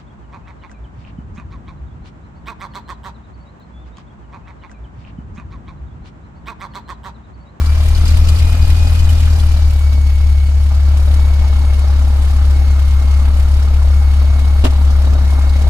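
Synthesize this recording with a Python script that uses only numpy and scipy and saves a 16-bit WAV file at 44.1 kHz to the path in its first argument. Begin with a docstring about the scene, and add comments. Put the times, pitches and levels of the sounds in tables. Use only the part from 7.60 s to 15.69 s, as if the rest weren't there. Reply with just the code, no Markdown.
"""Propeller engine idling, heard in the cabin

A four-cylinder piston engine with a two-blade propeller settles to idle after a short rise of throttle.
Low orders of its cycle boom in the small cabin; each firing puffs exhaust roar and shakes the panels
and loose trim, over a rumble and a pulsing hiss. The alternator whines harder while a flashing lamp
draws current, gusts buffet the microphone, and a hand knocks once on the trim."""
import sys
import numpy as np
from scipy import signal
from scipy.io import wavfile
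from scipy.ndimage import uniform_filter1d

SR = 44100
rng = np.random.default_rng(int(sys.argv[2]) if len(sys.argv) > 2 else 0)


def master_out(mix):
    """Clip the mix to full scale and print it as 16-bit PCM to the path in sys.argv[1]."""
    frames = np.transpose(np.atleast_2d(mix))
    ceiling = np.clip(frames, -1, 1)
    pcm = np.round(ceiling * 32767).astype(np.int16)
    wavfile.write(sys.argv[1], SR, pcm)


N = 356769

# Exhaust roar and the panels it drives: (time [s], roar level [dB], panel level [dB])
ROAR_AND_PANEL_LEVELS = [(0, -34.5, -52), (.55, -34, -40), (1.7, -34.5, -42), (2.3, -39, -44),
                         (2.8, -40.5, -47), (3.5, -34.5, -39.5), (4.2, -35, -39.5), (5.5, -35, -42),
                         (6.4, -35, -40.5), (8.09, -32.5, -38)]


def from_db(db):
    """Amplitude ratio of a level in decibels."""
    return 10 ** (np.asarray(db) / 20)


def unit_rms(x):
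    """Normalisation to unit mean power."""
    return x / np.sqrt(np.mean(x ** 2) + 1e-20)


def in_time(rows):
    """Linear interpolation of each column at every sample."""
    times, *columns = np.transpose(rows)
    return [np.interp(np.arange(N) / SR, times, column) for column in columns]


def at_hz(points, hz):
    """Interpolation on a logarithmic frequency axis."""
    frequencies, values = np.transpose(points)
    return np.interp(np.log(hz), np.log(frequencies), values)


def drift(corner_hz):
    """Slow random fluctuation of unit rms: low-passed noise, drawn at every 40th sample."""
    pole = np.exp(-2 * np.pi * corner_hz * 40 / SR)
    slow = signal.lfilter([1], [1, -2 * pole, pole * pole], rng.standard_normal(N // 40 + 2002))[2000:]
    return np.interp(np.arange(N) / 40, np.arange(len(slow)), unit_rms(slow))


def resonator(force, hz, t60):
    """Damped oscillator: a unit impulse starts a unit sine that falls 60 dB in t60 seconds."""
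    r, w = from_db(-60 / (t60 * SR)), 2 * np.pi * hz / SR
    return signal.lfilter([0, np.sin(w)], [1, -2 * r * np.cos(w), r * r], force + 1e-18)


def stereo_pair(mid, side, correlation):
    """Partial coherence: the weighted sum and difference of two noises form left and right."""
    correlation = np.clip(correlation, -1, 1)
    return np.sqrt(1 + correlation) * mid + np.sqrt(1 - correlation) * side * [[1], [-1]]


def banded_noise(spectrum, flicker_db, per_octave):
    """Incoherent sum of noise bands, each with its own level, flicker and coherence; unit rms."""
    # Likeness of left and right: (frequency [Hz], correlation [-1 to 1])
    coherence = [(60, 0.89), (250, 0.97), (400, 0.7), (700, 0.95), (1100, 1), (1700, 0.36), (3000, 0.5),
                 (5000, 0.071), (15000, 0.086)]
    # Balance of the noise: (frequency [Hz], left minus right [dB])
    balance = [(60, 7), (250, 2), (500, 0), (1000, -.5), (2000, 0.4), (8000, .5)]
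    bottom_hz, top_hz = spectrum[0][0], spectrum[-1][0]
    edges = 2 ** np.arange(np.log2(bottom_hz), np.log2(top_hz), 1 / per_octave)
    out, white = 0, rng.standard_normal((2, 2, N))  # adjacent bands get independent noise
    for k, (low, high) in enumerate(zip(edges, np.append(edges[1:], top_hz))):
        band = signal.butter(2, [low, high], "band", fs=SR, output="sos")
        mid, side = signal.sosfilt(band, white[k % 2])
        hz = np.sqrt(low * high)
        gain = from_db(at_hz(spectrum, hz) + flicker_db * drift(12))
        pan = from_db(at_hz(balance, hz) / 2 * np.array([[1], [-1]]))
        out += gain * pan * stereo_pair(mid, side, at_hz(coherence, hz))
    return unit_rms(out)


def firing_pulses(firings, start, rise, uneven_db, depth_db=5):
    """Amplitude modulation of unit rms: one uneven swell per firing; start and rise in periods."""
    periods = firings - start
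    share = periods % 1
    swell = np.sin(np.pi / 2 * np.minimum(share / rise, (1 - share) / (1 - rise))) ** 2
    strength = rng.standard_normal(int(firings[-1]) + 4)[np.floor(periods).astype(int) + 2]
    return unit_rms(from_db(swell * (depth_db + uneven_db * strength)))


def add_burst(out, time_s, peak_db, decay_s, hz, spread, rise_s):
    """Adds a transient: exponentially decaying stereo noise from hz / spread to hz * spread."""
    start = round(time_s * SR)
    age = np.arange(round(6 * decay_s * SR)) / SR
    noise = rng.standard_normal((2, len(age))) * np.exp(-age / decay_s) * (1 - np.exp(-age / rise_s))
    band = signal.butter(1, [hz / spread, hz * spread], "band", fs=SR, output="sos")
    noise = signal.sosfilt(band, noise)
    out[:, start:start + len(age)] += (from_db(peak_db) * noise / np.abs(noise).max())[:, :N - start]


def alternator_whine(cycles, throttle):
    """Electrical ripple follows the crank and grows with the lamp's load, less so at open throttle."""
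    # Ripple harmonics, lowest first: (lamp-on level [dB], lamp-off level [dB], full-throttle gain [dB])
    harmonics = [(-49, -55, 5.5), (-55, -57.5, 0), (-57, -61.5, 0), (-61, -64.5, 0), (-64.5, -68, 0),
                 (-67, -70, 0)]
    ripples_per_cycle = 249.3
    first_flash_s, period_s, lit_s = .825, 1.372, .7
    since_on = (np.arange(N) / SR - first_flash_s) % period_s
    lit = uniform_filter1d((since_on < lit_s) * 1., size=900)
    inrush_db = uniform_filter1d(2.5 * np.exp(-since_on / .08), size=900)  # a cold filament draws more
    unloading = (1 - lit) * (1 - .26 * throttle)
    phase = 2 * np.pi * ripples_per_cycle * cycles + .55 * drift(30)  # belt and crank twist blur the pitch
    out = 0
    for k, (on_db, off_db, open_db) in enumerate(harmonics, 1):
        level_db = on_db + inrush_db - (on_db - off_db) * unloading + open_db * throttle + 2 * drift(37)
        out += np.sqrt(2) * from_db(level_db) * np.sin(k * phase)
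    return out


def wind_buffets():
    """Turbulent pressure at the microphone ports: runs of low puffs, incoherent left and right."""
    # Gusts: (time [s], duration [s], level [dB])
    gusts = [(.3, .17, -19), (0.598, .23, -19), (1.25, 0.23, -22), (1.722, 0.28, -18.5), (2.551, .1, -24),
             (3.552, 0.07, -24), (4.13, 0.1, -22), (4.851, .17, -19.5), (7.3, .34, -16), (7.704, 0.2, -26),
             (8.0, .08, -16)]
    puffs_per_s = 28
    out = np.zeros((2, N))
    for start_s, length_s, level_db in gusts:
        count = max(round(length_s * puffs_per_s), 1)
        for k, (late, weak, long) in enumerate(rng.random((count, 3))):
            time_s = start_s + length_s * (k + .6 * late) / count
            add_burst(out, time_s, level_db - 5.5 * weak, .013 * (.6 + long), 110, 1.4, rise_s=.0079)
    return signal.sosfilt(signal.butter(2, 420, fs=SR, output="sos"), out)


def hiss(firings, throttle):
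    """Treble noise, modulated at the firing rate; its level follows the throttle and partly the roar."""
    # Hiss spectrum: (frequency [Hz], relative spectral density [dB])
    spectrum = [(1000, -19), (1700, -5), (2040, -19.5), (2200, -2), (2410, -2), (4470, -4), (7080, -10.5),
                (8830, -10), (13400, -17), (15400, -10)]
    roar_db, _ = in_time(ROAR_AND_PANEL_LEVELS)
    level_db = -40.5 + 7.5 * throttle + .37 * (roar_db - roar_db.mean())
    noise = from_db(level_db) * banded_noise(spectrum, flicker_db=1.47, per_octave=2)
    return noise * firing_pulses(firings, start=.73, rise=.21, uneven_db=1.7)


def trim_shakes(cycles, throttle):
    """Impacts on the trim: hard shakes, lesser random ones and the roughest cylinder's kick each cycle."""
    # Hardest shakes: (time [s], relative level [dB], pitch [Hz])
    hard = np.array([(0.0587, -24.5, 4800), (0.349, -25, 4420), (0.3743, -23, 3400), (0.4536, -22, 4730),
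                     (0.4783, -20.5, 5180), (0.5036, -23, 4430), (0.6855, -18, 3670), (0.7587, -26, 4800),
                     (0.7857, -21, 2950), (1.1643, -26, 4510), (1.1882, -25.5, 3980), (1.39, -22, 2960),
                     (1.49, -22, 3000), (1.7968, -22.5, 3410), (7.0436, -19, 3020), (7.8935, -29, 4000)])
    chances_per_s = 6
    when, chance, weak, tone = rng.random((round(chances_per_s * N / SR), 4)).T
    when = when * (N - 1) / SR
    occurs = chance < throttle[(when * SR).astype(int)] ** 2
    lesser = np.transpose([when, -31 - 8 * weak, 2900 * 1.7 ** tone])[occurs]
    kick_at = np.flatnonzero(np.diff(np.floor(cycles - .6)))
    kick_db = -27 - 20 * (1 - throttle[kick_at]) - 6 * rng.random(len(kick_at))
    kicks = np.transpose([kick_at / SR, kick_db, np.full(len(kick_at), 3000)])
    apart = np.abs(kicks[:, :1] - hard[:, 0]).min(axis=1) > .015  # a hard shake replaces its kick
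    return np.vstack([hard, lesser, kicks[apart]]).T


def trim_rattle(firings, throttle):
    """Modal ringing of loose metal: shakes excite modes near their pitch, and every firing taps lightly."""
    # Modes of the trim: (frequency [Hz], gain [dB], 60 dB decay time [s])
    modes = [(2997, -1, 0.038), (3390, -6, 0.025), (3845, -10, 0.041), (4100, -1, 0.027), (4434, 1, 0.027),
             (4725, -2.5, 0.071), (5210, -5.5, 0.054), (6050, -6.5, .02), (6410, -4, 0.021)]
    times, shake_db, pitch_hz = trim_shakes(firings / 4, throttle)
    shake_at = np.round(times * SR).astype(int)
    tap_at = np.flatnonzero(np.diff(np.floor(firings - .6)))
    fade = np.exp(-1 / (.0043 * SR))  # a shake is a few ms of tiny contacts
    out, grit = np.zeros((2, N)), rng.standard_normal((2, N))
    for hz, gain_db, t60 in modes:
        impulses = np.full(N, 1e-18)
        octaves_off = np.abs(np.log2(hz / pitch_hz))
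        impulses[shake_at] = from_db(shake_db - 22 - 25 * octaves_off)
        impulses[tap_at] += from_db(-66 + 11 * throttle[tap_at] + 2.5 * rng.standard_normal(len(tap_at)))
        force = signal.lfilter([1], [1, -fade], impulses) * grit
        out += from_db(gain_db) * resonator(force, hz, t60)
    for time_s, level_db in zip(times, shake_db):
        add_burst(out, time_s, level_db - 1.5, decay_s=.008, hz=6000, spread=1.65, rise_s=.0034)
    return out


def hand_knock():
    """Impulse response of the trim: each contact rings damped modes, with a crunch and a bright crack."""
    # The knock and its bounces: (time [s], level [dB])
    contacts = [(7.040, -9.5), (7.0455, -3.5), (7.052, -4.5), (7.060, -15), (7.066, -6.5), (7.072, -16)]
    # Struck modes: (frequency [Hz], gain [dB], 60 dB decay time [s])
    modes = [(89, 2.5, 0.099), (256.6, -6, 0.16), (382, -8.5, 0.054), (610, -13, .06), (914, -18, 0.045),
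             (2850, -11, 0.024)]
    out, impulses = np.zeros((2, N)), np.zeros(N)
    for time_s, level_db in contacts:
        impulses[round(time_s * SR)] = from_db(level_db)
        add_burst(out, time_s, level_db - 5, decay_s=.011, hz=400, spread=1.8, rise_s=.0015)
        add_burst(out, time_s, level_db - 12, decay_s=.004, hz=3500, spread=1.1, rise_s=.0005)
    return out + sum(from_db(gain_db) * resonator(impulses, hz, t60) for hz, gain_db, t60 in modes)


def panel_resonances(firings):
    """Forced vibration: noise keeps narrow resonances ringing, and they swell with each firing."""
    # Panel modes: (frequency [Hz], bandwidth [Hz], relative level [dB], correlation [clipped to -1..1])
    modes = [(244.6, 44, -1.5, 1), (631, 90, -3, 1), (811.6, 18, -4.5, 0.79), (946, 19, -7, -1.1),
             (3852, 57, -10.5, 0.11)]
    _, panel_db = in_time(ROAR_AND_PANEL_LEVELS)
    out = 0
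    for hz, width_hz, level_db, correlation in modes:
        mid, side = resonator(rng.standard_normal((2, N)), hz, t60=np.log(1000) / np.pi / width_hz)
        out += from_db(level_db) * unit_rms(stereo_pair(mid, side, correlation))
    return from_db(panel_db) * out * firing_pulses(firings, start=.28, rise=.48, uneven_db=3.5)


def rumble(throttle):
    """Low-frequency random noise whose level rises with the throttle."""
    # Rumble spectrum: (frequency [Hz], relative spectral density [dB])
    spectrum = [(12, 11.5), (25, 4.5), (50, -3.5), (90, -7.5), (140, -33), (260, -20.5), (400, -64)]
    return from_db(-24 + 8.1 * throttle) * banded_noise(spectrum, flicker_db=0, per_octave=2)


def exhaust_roar(firings):
    """Pulsating flow: each firing releases a puff of broadband exhaust noise."""
    # Exhaust spectrum: (frequency [Hz], relative spectral density [dB])
    spectrum = [(88, -42), (150, -3), (168, -4), (200, 3.5), (247, -1), (371, -8.5), (651, -5), (897, -7.5),
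                (1340, -4), (1840, -17.5), (2100, -12), (2730, -44), (4620, -120)]
    roar_db, _ = in_time(ROAR_AND_PANEL_LEVELS)
    noise = from_db(roar_db) * banded_noise(spectrum, flicker_db=1.3, per_octave=3)
    return noise * firing_pulses(firings, start=.29, rise=.49, uneven_db=1)


def engine_boom(cycles, throttle):
    """Harmonics of the engine cycle; the firing and blade rate (order 4) and two overtones waver least."""
    # Cabin boom: (order [per cycle], closed-throttle level [dB], full-throttle level [dB])
    orders = [(2, -74, -21), (3, -60, -27), (4, -19.5, -12.5), (5, -70, -28), (6, -60, -68),
              (7, -39.5, -15), (8, -6.5, -7), (10, -34, -39.5), (12, -34.5, -25), (16, -42, -40.5),
              (20, -53, -53), (24, -50.5, -43.5)]
    out = np.zeros(N)
    for order, closed_db, open_db in orders:
        waver_db, slip_rad = (.5, .06) if order in (4, 8, 12) else (2, .35)
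        level_db = closed_db + (open_db - closed_db) * throttle + waver_db * (1 + throttle) * drift(5.1)
        out -= from_db(level_db) * np.sin(2 * np.pi * order * cycles + slip_rad * drift(2.6))
    return out * from_db([[1.1], [-1.1]])  # louder on the left


def scene():
    """Superposition at two microphone ports; the whine leaks equally into both channels."""
    # Engine speed: (time [s], crank speed [rpm])
    crank_speed = [(0, 1112), (.4, 1154), (.8, 1191), (1.1, 1189), (1.35, 1198), (1.6, 1181), (2.2, 1077),
                   (2.5, 1060), (3.05, 1065), (3.6, 1070), (4.1, 1051), (4.5, 1045), (4.95, 1051),
                   (5.45, 1038), (6.1, 1056), (6.95, 1057), (7.8, 1047), (8.09, 1055)]
    # Throttle setting: (time [s], opening [0-1])
    throttle_opening = [(0, 0.4), (.5, 0.87), (1.5, 0.87), (2.05, 0.56), (2.4, 0.25), (7.0, 0.17),
                        (8.09, 0.15)]
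    rpm, throttle = in_time(crank_speed)[0], in_time(throttle_opening)[0]
    cycles = np.cumsum(rpm / 120) / SR + .05  # a four-stroke cycle is two turns
    firings = 4 * cycles
    engine = engine_boom(cycles, throttle) + rumble(throttle) + exhaust_roar(firings)
    cabin = hiss(firings, throttle) + panel_resonances(firings) + trim_rattle(firings, throttle)
    left, right = engine + cabin + hand_knock() + wind_buffets()
    left = np.pad(left, (6, 0), "edge")[:N]  # sound reaches the left port 6 samples later
    return np.array([left, right]) + alternator_whine(cycles, throttle)


def record(dry):
    """Saturation and limiting: overload clips and turns the gain down; a low-pass cuts the top."""
    attack_s, release_db_per_s, stopband_hz = .01, 110, 15900
    over_db = np.maximum(20 * np.log10(np.abs(dry).max(axis=0) + 1e-9), 0)
    fall_db = release_db_per_s * np.arange(N) / SR
    held_db = np.maximum.accumulate(over_db + fall_db) - fall_db
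    pole = np.exp(-1 / (attack_s * SR))
    gain = from_db(-.8 * signal.lfilter([1 - pole], [1, -pole], held_db))
    padded = np.pad(gain * np.clip(dry, -1, 1), ((0, 0), (500, 0)), "edge")  # lets the filter settle
    return signal.sosfilt(signal.cheby2(16, 75, stopband_hz, fs=SR, output="sos"), padded)[:, 500:]


dry = scene()
out = record(dry)
master_out(out)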